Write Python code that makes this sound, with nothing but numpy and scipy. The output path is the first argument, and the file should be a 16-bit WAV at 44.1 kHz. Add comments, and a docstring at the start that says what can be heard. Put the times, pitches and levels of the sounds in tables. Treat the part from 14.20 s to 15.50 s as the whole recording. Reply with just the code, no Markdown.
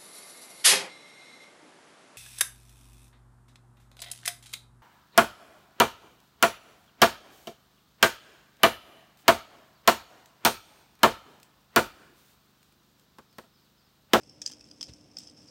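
"""A plastic toy spinner is flicked three times close to the microphone in a small room with a low hum.
A few light clicks come first; at 0.22, 0.61 and 0.97 s each flick knocks the loose body against its hub
in a cluster of ringing clicks. In between, the bearing rattles faintly at the same high ring.
At 0.69 s a finger brushes past with two puffs of air; near 1.2 s the low drone swells and the whine rises.
Clicks are short bursts of tone and filtered noise; the rattle, brush and room are shaped noise."""
import sys
import numpy as np
from scipy import signal
from scipy.fft import rfft, irfft
from scipy.io import wavfile

SR = 44100
rng = np.random.default_rng(int(sys.argv[2]) if len(sys.argv) > 2 else 0)


def to_wav(s):
    """Save 16-bit WAV."""
    ch = np.atleast_2d(s).T  # columns
    pcm = np.round(np.clip(ch, -1, 1) * 32767)  # PCM
    wavfile.write(sys.argv[1], SR, pcm.astype(np.int16))


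N = 57330  # samples, 1.3 s

WHINE_HZ = 5350  # the bearing's ring, also the pivot of the shell's brightness tilt


def undb(db):
    """Turn decibels into a gain."""
    return 10 ** (np.asarray(db) / 20)


def unit(x):
    """Scale to an rms (average strength) of 1."""
    return x / np.sqrt(np.mean(x ** 2))


def spectrum_hz(size):
    """Frequencies of a spectrum, kept at 1 Hz or more so that logarithms work."""
    return np.maximum(np.fft.rfftfreq(size, 1 / SR), 1)


def noise(points):
    """Steady noise of rms 1, coloured by (f/Hz, level/dB) points joined on a log-frequency scale."""
    hz, db = np.array(points).T
    gain = undb(np.interp(np.log(spectrum_hz(N)), np.log(hz), db))
    return unit(irfft(rfft(rng.standard_normal(N)) * gain, N))


def hump(t, at, spread, db):
    """A bell-shaped swell and fall around one moment."""
    return undb(db) * np.exp(-((t - at) / spread) ** 2 / 2)


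def curve(t, points):
    """Gain over time through (t/s, level/dB) points joined by straight lines in dB."""
    return undb(np.interp(t, *np.array(points).T))


def resonance(f, hz, width):
    """Response of one damped mode, gain 1 at its centre."""
    return 1j * f * width / (hz ** 2 - f ** 2 + 1j * f * width)


def background(t):
    """Dull room noise and a wavering electrical hum; the low drone swells once."""
    # room noise colour: f/Hz, level/dB per Hz
    air_colour = [(25, -14), (45, -5), (70, -3), (110, 0.5), (180, 0.5), (290, -0.5), (380, -7),
                  (550, -6.5), (900, -16), (1800, -23), (2700, -19), (4000, -25), (15000, -38)]
    # lines of the electrical hum: f/Hz, level/dB
    hum_lines = [(250.6, -72), (299.5, -65.5), (500, -83)]
    # one swell of the drone: t/s, bell spread/s, level/dB
    swell = (1.218, 0.056, -62.5)
    # colour of that swell: f/Hz, level/dB
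    swell_colour = [(120, -26), (230, -7), (295, -1.5), (380, -24), (1500, -26), (6000, -46)]
    air_db, hum_waver = -60.5, 0.3  # waver: rms change as a share of the hum's level
    out = undb(air_db) * noise(air_colour) + hump(t, *swell) * noise(swell_colour)
    for hz, db in hum_lines:
        waver = 1 + hum_waver * noise([(1, -19), (12, 17), (50, -39), (200, -93)])
        tone = np.sin(2 * np.pi * (hz * t + rng.random()))
        out = out + np.sqrt(2) * undb(db) * waver * tone
    return out


def room(x, t, db):
    """Bare walls return a short diffuse tail, duller than the direct sound."""
    t60_s, delay_s = 0.089, 0.0024  # time to fall by 60 dB, wait before the tail
    top_hz = 9500  # the walls swallow the highest treble
    tail = rng.standard_normal(N) * undb(-60 * t / t60_s) * (t > delay_s)
    tail = tail / np.sqrt(np.sum(tail ** 2))
    tail = signal.sosfilt(signal.butter(2, top_hz, fs=SR, output="sos"), tail)
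    return x + undb(db) * signal.fftconvolve(x, tail)[:N]


def finger(t):
    """Skin brushes the rim, then moved air pushes and pulls at the microphone."""
    # brush on the rim: t/s, bell spread/s, level/dB
    brush = (.693, 0.0077, -50)
    # colour of the brush: f/Hz, level/dB
    brush_colour = [(200, 13), (600, 12), (1200, -8.5), (2600, 1.5), (5000, 3.5), (8500, -9.5),
                    (15000, -29)]
    # puffs of air: t/s, time from middle to peak/s, peak level/dB
    puffs = [(.6992, 0.0019, -43), (.7205, 0.0022, -46)]
    out = hump(t, *brush) * noise(brush_colour)
    for k, (at, half, db) in enumerate(puffs):
        u = (t - at) / half
        pulse = u * np.exp((1 - u ** 2) / 2)
        out = out + (-1) ** k * undb(db) * pulse  # every other puff is turned over
    return out


def shell(x, tilt_db=0):
    """Pass a contact force through the plastic shell's resonances; a harder contact tilts it brighter."""
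    # shell resonances: f/Hz, distance from centre to half amplitude/Hz, level/dB
    shell_modes = [(710, 1250, -23), (1680, 400, -17.5), (2557, 156, -11), (3350, 515, -8), (5177, 396, 5),
                   (6204, 220, 0), (7240, 630, -10), (8210, 560, -7.5), (11050, 330, -17),
                   (16100, 380, -25)]
    floor_db = -32.5  # broadband snap between the resonances
    f = spectrum_hz(len(x))
    power = undb(floor_db) ** 2
    for hz, half_width, db in shell_modes:
        power = power + undb(db) ** 2 * abs(resonance(f, hz, 2 * half_width)) ** 4
    octaves = np.log2(np.maximum(f, 800) / WHINE_HZ)  # no further tilt below 800 Hz
    log_gain = np.log(power * undb(tilt_db * octaves) ** 2) / 2
    # fold the cepstrum so that the filter answers after the force, not before it (minimum phase)
    cepstrum = irfft(log_gain, len(x))
    cepstrum[1:len(x) // 2] *= 2
    cepstrum[len(x) // 2:] = 0
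    return irfft(rfft(x) * np.exp(rfft(cepstrum)), len(x))


def bearing(t):
    """Balls scuff the race in tiny grains; their smooth rolling keeps its narrow ring going as a whine."""
    # rattle, harder after each flick: t/s, level/dB
    rattle_level = [(0, -63.5), (.11, -70), (.2, -68), (.25, -61), (.295, -51.5), (.36, -63), (.46, -63.5),
                    (.59, -67), (.65, -59.5), (.78, -66), (.89, -69.5), (.95, -69.5), (1.0, -53.5),
                    (1.06, -59), (1.14, -69.5), (1.19, -62.5), (1.3, -64)]
    # whine: t/s, level/dB
    whine_level = [(0, -81), (.1, -61), (.2, -71), (.56, -70), (.66, -65), (.76, -69.5), (1.14, -75),
                   (1.178, -57.5), (1.205, -59), (1.24, -74), (1.3, -56.5)]
    hits_per_s, scatter_db = 720, 3.5
    grain_s = 0.00096  # twice the time a grain takes to peak
    whine_half_width_hz = 220  # distance from centre to half amplitude
    hits = (rng.random(N) < hits_per_s / SR) * undb(scatter_db * rng.standard_normal(N))
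    age = 2 * t / grain_s
    grain_power = signal.fftconvolve(hits ** 2, (age * np.exp(-age)) ** 2)[:N]
    grains = np.sqrt(abs(grain_power)) * rng.standard_normal(N)
    mode = resonance(np.fft.rfftfreq(N, 1 / SR), WHINE_HZ, 2 * whine_half_width_hz)
    whine = unit(irfft(rfft(rng.standard_normal(N)) * mode ** 2, N))
    return curve(t, rattle_level) * unit(shell(grains)) + curve(t, whine_level) * whine


def body(t):
    """Each flick sounds the body's lowest mode, a hollow knock that dies at once in the hand."""
    # flicks: t/s, level before the decay/dB
    flicks = [(.2165, -44.5), (.6098, -59), (.9688, -46.5)]
    body_hz, decay_s = 660, 0.001
    out = np.zeros(N)
    for at, db in flicks:
        age = np.maximum(t - at, 0)
        out += np.sqrt(2) * undb(db) * np.exp(-age / decay_s) * np.sin(2 * np.pi * body_hz * age)
    return out


def clicks(size=2048):
    """Each knock chatters for some milliseconds: the hub's clean ring, plus a crack with a broad second mode."""
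    # knocks of the body on its hub: t/s, contact length/ms, ring f/Hz, ring level/dB, crack level/dB,
    # crack tilt/dB per octave, f of a second mode favoured by the point of contact/Hz, its level/dB
    knocks = [ (0.0338, 1, 5300, -48.5, -53.5, -4, 7850, -60.5),
              (0.095, 2.8, 5380, -48.5, -57, 2.5, 8140, -67),
              (0.2166, 2.74, 5690, -38.5, -38, 1, 6570, -41.5),
              (0.219, 4.5, 5440, -39.5, -44, 4, 3520, -52), (0.2252, 4.9, 5400, -49, -69, -1, 8150, -68),
              (0.2568, 1.5, 5560, -56, -49.5, -8, 8100, -51),
              (0.2613, 2.85, 4980, -27, -31.5, 0, 6240, -32),
              (0.2623, 2.17, 5560, -46, -31.5, -1, 6770, -33.5),
              (0.2722, 3, 5600, -54, -44, -2.5, 6400, -49),
              (0.2758, 1.55, 5400, -35.5, -38.5, 0, 8060, -44),
              (0.2985, 4.6, 5400, -67, -51, -6.5, 2770, -58), (0.314, 0.73, 5500, -62, -42, 0, 15000, -57),
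              (0.3183, 1.04, 5700, -37, -39, 1.5, 3250, -50.5),
              (0.3272, 1.16, 6000, -45, -47, -4, 7100, -60), (0.3348, 2, 5300, -44, -48.5, -1, 2850, -68),
              (0.4085, 3.3, 5450, -48.5, -53, -3.5, 2634, -58),
              (0.4412, 2.5, 5200, -54, -60, -7, 6260, -65), (0.5123, 2.7, 4980, -45, -52, -1, 5680, -53),
              (0.6096, 2.22, 6000, -38.5, -35.5, -4.5, 3250, -41),
              (0.6128, 4, 5310, -36, -43.5, 6, 9700, -57.5), (0.6281, 1.3, 5040, -27, -35, -1, 2240, -51),
              (0.6304, 2.4, 5200, -54, -40.5, 0.5, 2400, -70), (0.638, 2.6, 5230, -44, -48.5, 9, 6230, -52),
              (0.6422, 1.3, 5360, -39, -53, -1, 4740, -52), (0.6685, 2.7, 5130, -48, -61, -2, 6200, -58),
              (0.735, 2.2, 5680, -52, -48, 1.5, 6270, -55.5), (0.914, 2.4, 5450, -54.5, -72, 4, 8240, -76),
              (0.9686, 3.3, 5214, -34, -42, -2, 4750, -52), (0.9845, 3.5, 5334, -38, -45.5, 1, 7300, -51.5),
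              (0.9856, 1.4, 5300, -51, -42.5, 1, 14800, -50.5), (0.9955, 1.7, 5230, -44, -50, 8, 8540, -66),
              (1.032, 5, 6040, -59, -54.5, -3, 3870, -63.5),
              (1.072, 4.5, 5290, -46.5, -55.5, -2, 5900, -57), (1.0864, 1.3, 5100, -48, -53, -5, 2870, -62),
              (1.0968, 4.2, 5130, -48, -55, -1, 7960, -63), (1.2852, 2.4, 4950, -50.5, -70, 3, 5800, -61)]
    attack_s, release_s = 0.0006, 0.00049  # a knock swells, chatters, and is damped by the fingers
    second_q = 10  # centre over width of the resonance, which is applied twice
    rings, cracks = np.zeros((2, N + size))
    t = np.arange(size) / SR
    f = np.fft.rfftfreq(size, 1 / SR)
    for start, ms, hz, ring_db, crack_db, tilt_db, second_hz, second_db in knocks:
        after = np.maximum(t - ms * 1e-3, 0)  # time since the contact ended
        swell = np.sin(np.pi / 2 * np.minimum(t / attack_s, 1)) ** 2
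        contact = swell * np.exp(-after / release_s)
        chatter = contact * rng.choice([-1, 1], (2, size))
        crack = undb(crack_db) * unit(shell(chatter[0], tilt_db))
        mode = resonance(f, second_hz, second_hz / second_q) ** 2
        second = undb(second_db) * unit(irfft(rfft(chatter[1]) * mode))
        i = int(start * SR)
        rings[i:i + size] += np.sqrt(2) * undb(ring_db) * contact * np.sin(2 * np.pi * hz * t)
        # scaled so that the levels hold during the contact, not over the whole window
        cracks[i:i + size] += np.sqrt(np.mean(contact ** 2)) * (crack + second)
    return rings[:N], cracks[:N]


def scene():
    """The spinner in the room, the passing finger and the background."""
    # the hub's ring beams at the microphone and reaches the walls weakly
    ring_room_db, room_db = -11.5, -8.5
    t = np.arange(N) / SR
    rings, cracks = clicks()
    spinner = room(rings, t, ring_room_db) + room(cracks + body(t) + bearing(t), t, room_db)
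    return (background(t) + finger(t) + spinner)[None]


def record(dry):
    """The recorder cuts the deepest bass and the top."""
    low_cut_hz, top_hz = 43, 15900
    bass_cut = signal.butter(4, low_cut_hz, "high", fs=SR, output="sos")
    top_cut = signal.ellip(10, .2, 70, top_hz, fs=SR, output="sos")
    # the bass cut runs forwards and backwards, so it shifts nothing in time
    thin = signal.sosfiltfilt(bass_cut, dry, padtype="even", padlen=SR // 4)
    return signal.sosfilt(top_cut, thin)


dry = scene()
out = record(dry)
to_wav(out)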